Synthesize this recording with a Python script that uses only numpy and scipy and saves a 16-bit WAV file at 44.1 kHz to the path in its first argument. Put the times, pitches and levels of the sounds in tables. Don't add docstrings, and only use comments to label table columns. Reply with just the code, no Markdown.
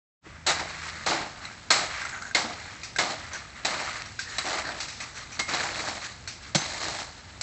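import sys
import numpy as np
from scipy import signal
from scipy.fft import rfft, irfft, next_fast_len
from scipy.io import wavfile
from scipy.ndimage import uniform_filter1d

SR = 44100
rng = np.random.default_rng(int(sys.argv[2]) if len(sys.argv) > 2 else 0)


def unload_wav(signal):
    wavfile.write(
        sys.argv[1],
        SR,
        np.round(np.clip(np.atleast_2d(signal).T, -1, 1) * 32767).astype(np.int16),
    )


N = 327222
T = np.arange(N) / SR


def amp(db):
    return 10 ** (np.asarray(db) / 20)


def unit(x):
    return x / np.sqrt(np.mean(x ** 2) + 1e-18)


def colour(x, points):
    hz, db = np.transpose(points)
    size = next_fast_len(len(x) + SR // 10)
    bins_hz = np.arange(size // 2 + 1) * SR / size
    response = amp(np.interp(np.log(bins_hz + 1), np.log(hz), db))
    return irfft(rfft(x, size) * response, size)[:len(x)]


def band_rms(x, band_hz):
    return np.std(signal.sosfilt(signal.butter(4, band_hz, "band", fs=SR, output="sos"), x))


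def highpass(x, hz):
    return signal.sosfilt(signal.butter(2, hz, "high", fs=SR, output="sos"), x)


def add(out, start, sound):
    i = int(start * SR)
    out[i:i + len(sound)] += sound[:max(N - i, 0)]


def ringing(hz, t60, t):
    return np.sin(2 * np.pi * hz * t) * np.exp(-np.log(1000) * t / t60)


def clicks(rate, spread_db):
    chance, size, side = rng.random((3, N))
    strength = np.minimum(-np.log(size + 1e-12), 5)
    return (chance < rate / SR) * np.sign(side - .5) * amp(spread_db * strength)


def wander(rate_hz):
    hold = max(int(SR / rate_hz), 1)
    steps = rng.standard_normal(N)[np.arange(N) // hold]
    return unit(uniform_filter1d(steps, hold))


# frequency in Hz, relative level in dB.
RUMBLE_SPECTRUM = [(20, -47.5), (32, -16.5), (48, -2.5), (85, 1), (120, -2), (160, -7), (230, -8),
                   (400, -16.5), (800, -16), (2000, -20), (8000, -27)]
def outdoor_rumble():
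    level_db = -48.5 + .7 * wander(6)
    return amp(level_db) * unit(colour(rng.standard_normal(N), RUMBLE_SPECTRUM))


# harmonic number, level in dB.
MOTOR_HARMONICS = [(1, -48.5), (2, -54)]
def far_motor(hum_hz=79.4):
    hum = sum(amp(db) * np.sin(2 * np.pi * k * hum_hz * T) for k, db in MOTOR_HARMONICS)
    return hum * np.interp(T, [.3, .42, 1.0, 1.25], [0, 1, 1, 0])


def yard(direct, tail_db, t60):
    t = T[:SR // 2]
    envelope = np.exp(-np.log(1000) * t / t60) * np.minimum(t / 0.0081, 1)
    tail = highpass(rng.standard_normal(len(t)) * envelope, 400)
    return direct + amp(tail_db) * signal.fftconvolve(direct, tail / np.linalg.norm(tail))[:N]


# multiple of the lowest mode, relative level in dB.
SLAB_MODES = [(1, -2.5), (1.33, -7.5), (2.2, -8), (3.6, -6), (4.45, -9)]
# start in seconds, gain in dB, lowest mode in Hz, its t60 in seconds.
THUDS = [(0.263, -33.5, 325, 0.057), (0.472, -34, 368, 0.17), (1.119, -28, 330, 0.18),
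         (2.441, -27.5, 231, 0.14), (6.550, -11.5, 149.4, 0.087)]
def thumping():
    out, t = np.zeros(N), T[:SR // 3]
    for start, db, hz, t60 in THUDS:
        knock = sum((-1) ** k * amp(mode_db) * ringing(ratio * hz, t60 / ratio ** 0.32, t)
                    for k, (ratio, mode_db) in enumerate(SLAB_MODES))
        add(out, start, amp(db) * knock * np.minimum(t / 0.0089, 1))
    return highpass(out, 110)


# start and length in seconds,
# the low mode's level in dB and pitch in Hz, then the same for the high mode.
DRAGS = [(2.043, 0.3, -45, 1560, -52.5, 6740), (3.323, 0.054, -42, 1600, -46, 6000),
         (4.19, 0.3, -46.5, 1790, -67, 6000), (4.633, 0.079, -40, 1710, -44.5, 4360),
         (5.006, 0.046, -45, 2460, -48, 5930), (5.117, 0.092, -50.5, 1530, -53.5, 5860),
         (5.315, 0.047, -49, 2400, -48.5, 5940)]
def dragging(low_t60=.013, high_t60=.005):
    out, t = np.zeros(N), T[:SR // 40]
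    slips = clicks(rate=910, spread_db=1.5)
    for start, length, low_db, low_hz, high_db, high_hz in DRAGS:
        drag = slips[int(start * SR):int((start + length) * SR)]
        pressure = signal.windows.tukey(len(drag), .5)
        for db, hz, t60 in ((low_db, low_hz, low_t60), (high_db, high_hz, high_t60)):
            mode = signal.fftconvolve(drag * pressure, ringing(hz, t60, t))
            add(out, start, amp(db) * unit(mode))
    return out


# frequency in Hz, relative level in dB, base t60 in seconds.
BLADE_MODES = [(670, 4, 0.043), (1388, -2.5, 0.057), (1577, 5, 0.089), (2062, 1.5, 0.095),
               (2146, 3.5, 0.12), (2503, -9.5, 0.17), (3770, -7.5, 0.12), (3950, 0.5, 0.11),
               (4280, -2.5, 0.052), (4860, -7.5, 0.08), (5260, -6.5, 0.11), (5640, -2.5, 0.088),
               (6250, -3, 0.22), (6050, -13.5, 0.1), (7600, -6, 0.047), (7520, -7.5, 0.17),
               (7730, -1.5, 0.21)]
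def blade(ring_hz, t60_scale, focus_db, attack_s, detune=.004):
    t, out = T[:SR // 3], 0
    for hz, db, t60 in BLADE_MODES:
        scatter_db, side, load = rng.standard_normal(3)
        nearness = np.exp(-(np.log2(hz / ring_hz) / .1) ** 2)
        gain = np.sign(side) * amp(db + focus_db * nearness + scatter_db)
        out = out + gain * ringing(hz * (1 + detune * load), t60 * t60_scale, t)
    return out / np.std(out[:SR // 100]) * np.minimum(t / attack_s, 1)


def skid(decay_s):
    t = T[:SR // 4]
    return rng.standard_normal(len(t)) * np.exp(-t / decay_s)


# start in seconds, skid gain in dB, skid decay in seconds,
# ring gain in dB, favoured ring pitch in Hz.
CLINKS = [(1.452, -43, 0.0045, -37, 4180), (2.017, -32, 0.0023, -32, 1580),
          (2.051, -34, 0.002, -30.5, 1380), (2.093, -28, .0015, -41, 7100), (2.222, -27, 0.0012, -34, 1370),
          (2.251, -36, 0.0012, -37.5, 1570), (2.311, -38, 0.0013, -35, 1560),
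          (2.833, -32, 0.043, -44, 2470), (2.961, -32, 0.015, -28.5, 1655),
          (3.332, -38.5, 0.072, -42, 6230), (4.021, -20, 0.00065, -60, 5280),
          (4.059, -34, 0.002, -44, 5740), (4.191, -28, 0.042, -28, 1570), (4.69, -43, 0.0058, -32.5, 1580),
          (4.803, -26, 0.029, -39, 4270), (4.883, -36, 0.1, -40, 2420), (5.003, -37, 0.035, -34.5, 2430),
          (6.275, -31.5, 0.053, -32.5, 4370), (7.411, -25, 0.025, -32.5, 7220)]
def clinking():
    skids, steel = np.zeros((2, N))
    for start, skid_db, decay, ring_db, ring_hz in CLINKS:
        add(skids, start, amp(skid_db) * skid(decay))
        add(steel, start, amp(ring_db) * blade(ring_hz, t60_scale=0.47, focus_db=20.5, attack_s=0.0013))
    skid_spectrum = [(200, -29), (900, -7.5), (1600, 1), (2450, 4.5), (3100, -4.5),
                     (4200, 4.5), (5200, 4), (6100, 1), (8000, -4)]
    return steel + colour(skids, skid_spectrum)


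def gravel(rate, spread_db, cycles, pebble_db, sizes=20):
    pebbles = 0
    for hz in np.linspace(450, 8000, sizes):
        tick = ringing(hz, cycles / np.sqrt(hz * 1000), T[:SR // 20])
        contacts = clicks(rate / sizes, spread_db)
        pebbles = pebbles + unit(signal.oaconvolve(contacts, tick)[:N])
    cracks = unit(clicks(rate, spread_db))
    return unit(cracks + amp(pebble_db) * unit(pebbles))


# frequency in Hz, relative level in dB.
HEAP_SPECTRUM = [(60, -21), (150, -1), (240, -3.5), (320, 1.5), (440, -7), (650, 6.5), (950, 0),
                 (1300, -11), (2000, -16.5), (3200, -20.5), (3950, -14), (4400, -17), (5400, -16),
                 (8000, -49.5)]
RASP_SPECTRUM = [(300, -32), (800, -14), (1200, 1), (1550, 1), (2150, 1.5), (2550, -6), (3000, -13),
                 (4000, -24), (8000, -44)]
GRIT_SPECTRUM = [(800, -19.5), (2300, -7.5), (2900, -3), (3500, 1), (4150, 9), (5000, 2), (5900, 1.5),
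                 (7200, 3), (8000, 0)]
def shovel_load(stones, heap, rasp, grit):
    out = 0
    for force, spectrum, band_hz in ((heap, HEAP_SPECTRUM, (400, 1000)),
                                     (rasp, RASP_SPECTRUM, (1100, 2600)),
                                     (grit, GRIT_SPECTRUM, (5000, 8000))):
        out = out + colour(stones * force, spectrum) / band_rms(colour(stones, spectrum), band_hz)
    return out


def stroke(start, length, attack_s, release_s, sag_db_per_s=0):
    out, t = np.zeros(N), T[:2 * SR]
    rise = np.minimum(t / attack_s, 1)
    held = amp(-sag_db_per_s * np.minimum(t, length))
    fall = np.exp(-np.maximum(t - length, 0) / release_s)
    add(out, start, rise * held * fall)
    return out


# start and length in seconds, then heap, rasp and grit gains in dB.
PUSHES = [(0.54, 0.079, -38.5, -38.5, -46), (1.111, 0.1, -34, -34.5, -48),
          (1.748, 0.072, -35.5, -33.5, -40), (2.373, 0.12, -36.5, -39, -46),
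          (3.049, 0.071, -37, -38.5, -45), (3.662, 0.17, -37.5, -34, -40.5), (4.437, 0.14, -34, -32.5, -38),
          (4.656, 0.11, -41.5, -40.5, -50), (5.474, 0.22, -35, -32, -36.5),
          (5.735, 0.23, -39.5, -37.5, -40.5), (6.561, 0.23, -41, -39.5, -39),
          (6.794, 0.21, -38.5, -38.5, -38)]
# start and length in seconds, rasp and grit gains in dB.
SCRAPES = [(0.23, 0.28, -48.5, -68), (0.655, 0.22, -39.5, -48), (0.797, 0.25, -38, -47),
           (1.344, 0.12, -45.5, -55), (1.408, 0.034, -37, -51), (1.882, 0.19, -34.5, -46),
           (2.105, 0.027, -35.5, -56), (2.552, 0.24, -43.5, -52.5), (3.18, 0.15, -41.5, -53.5),
           (3.302, 0.089, -39.5, -52.5), (3.517, 0.15, -44, -55.5), (3.831, 0.17, -35.5, -44.5),
           (4.033, 0.099, -56.5, -53), (4.264, 0.27, -43, -42.5), (4.76, 0.14, -49.5, -45),
           (4.985, 0.026, -38, -43), (5.138, 0.084, -43, -46.5), (5.28, 0.19, -45.5, -48),
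           (5.995, 0.059, -39, -41.5), (6.40, 0.088, -48, -51.5)]
# start in seconds, change of force in dB.
CRUNCHES = [(0.591, 6.5), (1.812, 0), (2.47, -4), (3.099, 7), (3.796, 4.5), (3.965, 2.5), (4.457, -0.5),
            (4.584, 5), (4.665, -1), (5.495, -1.5), (5.533, 3.5), (5.596, 3.5), (5.791, 5.5), (5.875, 4.5),
            (6.825, 1), (6.879, 3)]
def scraping():
    power, settling = np.zeros((3, N)), np.zeros(N)
    for start, length, *mix_db in PUSHES:
        push = stroke(start, length, attack_s=0.021, release_s=0.064, sag_db_per_s=12)
        power += (amp(mix_db)[:, None] * push) ** 2
        loose_stones = stroke(start, length, attack_s=0.021, release_s=0.83, sag_db_per_s=12)
        settling = np.maximum(settling, loose_stones)
    for start, length, rasp_db, grit_db in SCRAPES:
        mix_db = [rasp_db - 15.5, rasp_db, grit_db]
        scrape = stroke(start, length, attack_s=0.03, release_s=0.059, sag_db_per_s=13.5)
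        power += (amp(mix_db)[:, None] * scrape) ** 2
    settling *= amp(-0.7 * wander(5.5))
    power += (amp([-55, -48, -51.5])[:, None] * settling) ** 2
    surge_db = sum(db * stroke(start, length=0.0077, attack_s=.004, release_s=.012)
                   for start, db in CRUNCHES)
    stick_slip_db = 1.1 * wander(70)
    forces = np.sqrt(power) * amp(surge_db + stick_slip_db)
    stones = gravel(rate=3200, spread_db=2.5, cycles=10.1, pebble_db=-2.5)
    return amp(-3) * shovel_load(stones, *forces)


# start in seconds,
# heap, rasp and grit gains in dB, sinking time and decay in seconds, crack and ring gains in dB,
# favoured ring pitch in Hz, factor on the ring time.
CHOPS = [(0.463, -28, -25, -26.5, 0.044, 0.034, -24, -26.5, 3950, 1.6),
         (1.06, -26.5, -29.5, -32, 0.056, 0.051, -24, -38, 4280, 1.1),
         (1.703, -27.5, -19.5, -22, 0.0066, 0.063, -12.5, -19, 4300, 1.8),
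         (2.347, -26.5, -25, -25, 0.0056, 0.047, -18.5, -18.5, 2100, 0.24),
         (2.984, -24.5, -24, -27, 0.0057, 0.054, -21, -22.5, 2140, 0.62),
         (3.647, -30, -27, -28.5, 0.011, 0.026, -44.5, -28, 3950, 0.6),
         (4.382, -39.5, -30, -35, 0.0025, 0.027, -22, -31, 4000, 0.97),
         (5.391, -28, -32, -28, 0.01, 0.014, -28, -27.5, 2130, 2.3),
         (6.547, -27.5, -28.5, -21, 0.011, 0.0086, -18.5, -27, 6450, 1.1)]
def chopping():
    forces, steel, cracks = np.zeros((3, N)), np.zeros(N), np.zeros(N)
    for start, *mix_db, sink, decay, crack_db, ring_db, ring_hz, t60_scale in CHOPS:
        rise = 0.00215 + .08 * sink
        crush = np.clip((T - start) / rise, 0, 1) * np.exp(-np.maximum(T - start - sink, 0) / decay)
        forces += amp(mix_db)[:, None] * crush
        contact = start + rise / 2
        add(cracks, contact, amp(crack_db) * skid(decay_s=0.0077))
        add(steel, contact, amp(ring_db) * blade(ring_hz, t60_scale, focus_db=15.5, attack_s=0.0056))
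    stones = gravel(rate=9000, spread_db=2, cycles=9.4, pebble_db=11)
    crack_spectrum = [(150, -35.5), (650, -10.5), (2100, -4), (3000, -7),
                      (4100, 12.5), (6000, -1.5), (8000, 2.5)]
    return amp(-4) * shovel_load(stones, *forces) + steel + colour(cracks, crack_spectrum)


def scene():
    work = scraping() + chopping() + clinking() + dragging() + thumping()
    return (yard(work, tail_db=-11.5, t60=0.45) + outdoor_rumble() + far_motor())[None]


def record(dry, silence_s=.21, top_hz=8050):
    fade = np.clip((T - silence_s) / .05, 0, 1) ** 2
    return signal.sosfilt(signal.ellip(12, .2, 70, top_hz, fs=SR, output="sos"), dry * fade)


dry = scene()
out = record(dry)
unload_wav(out)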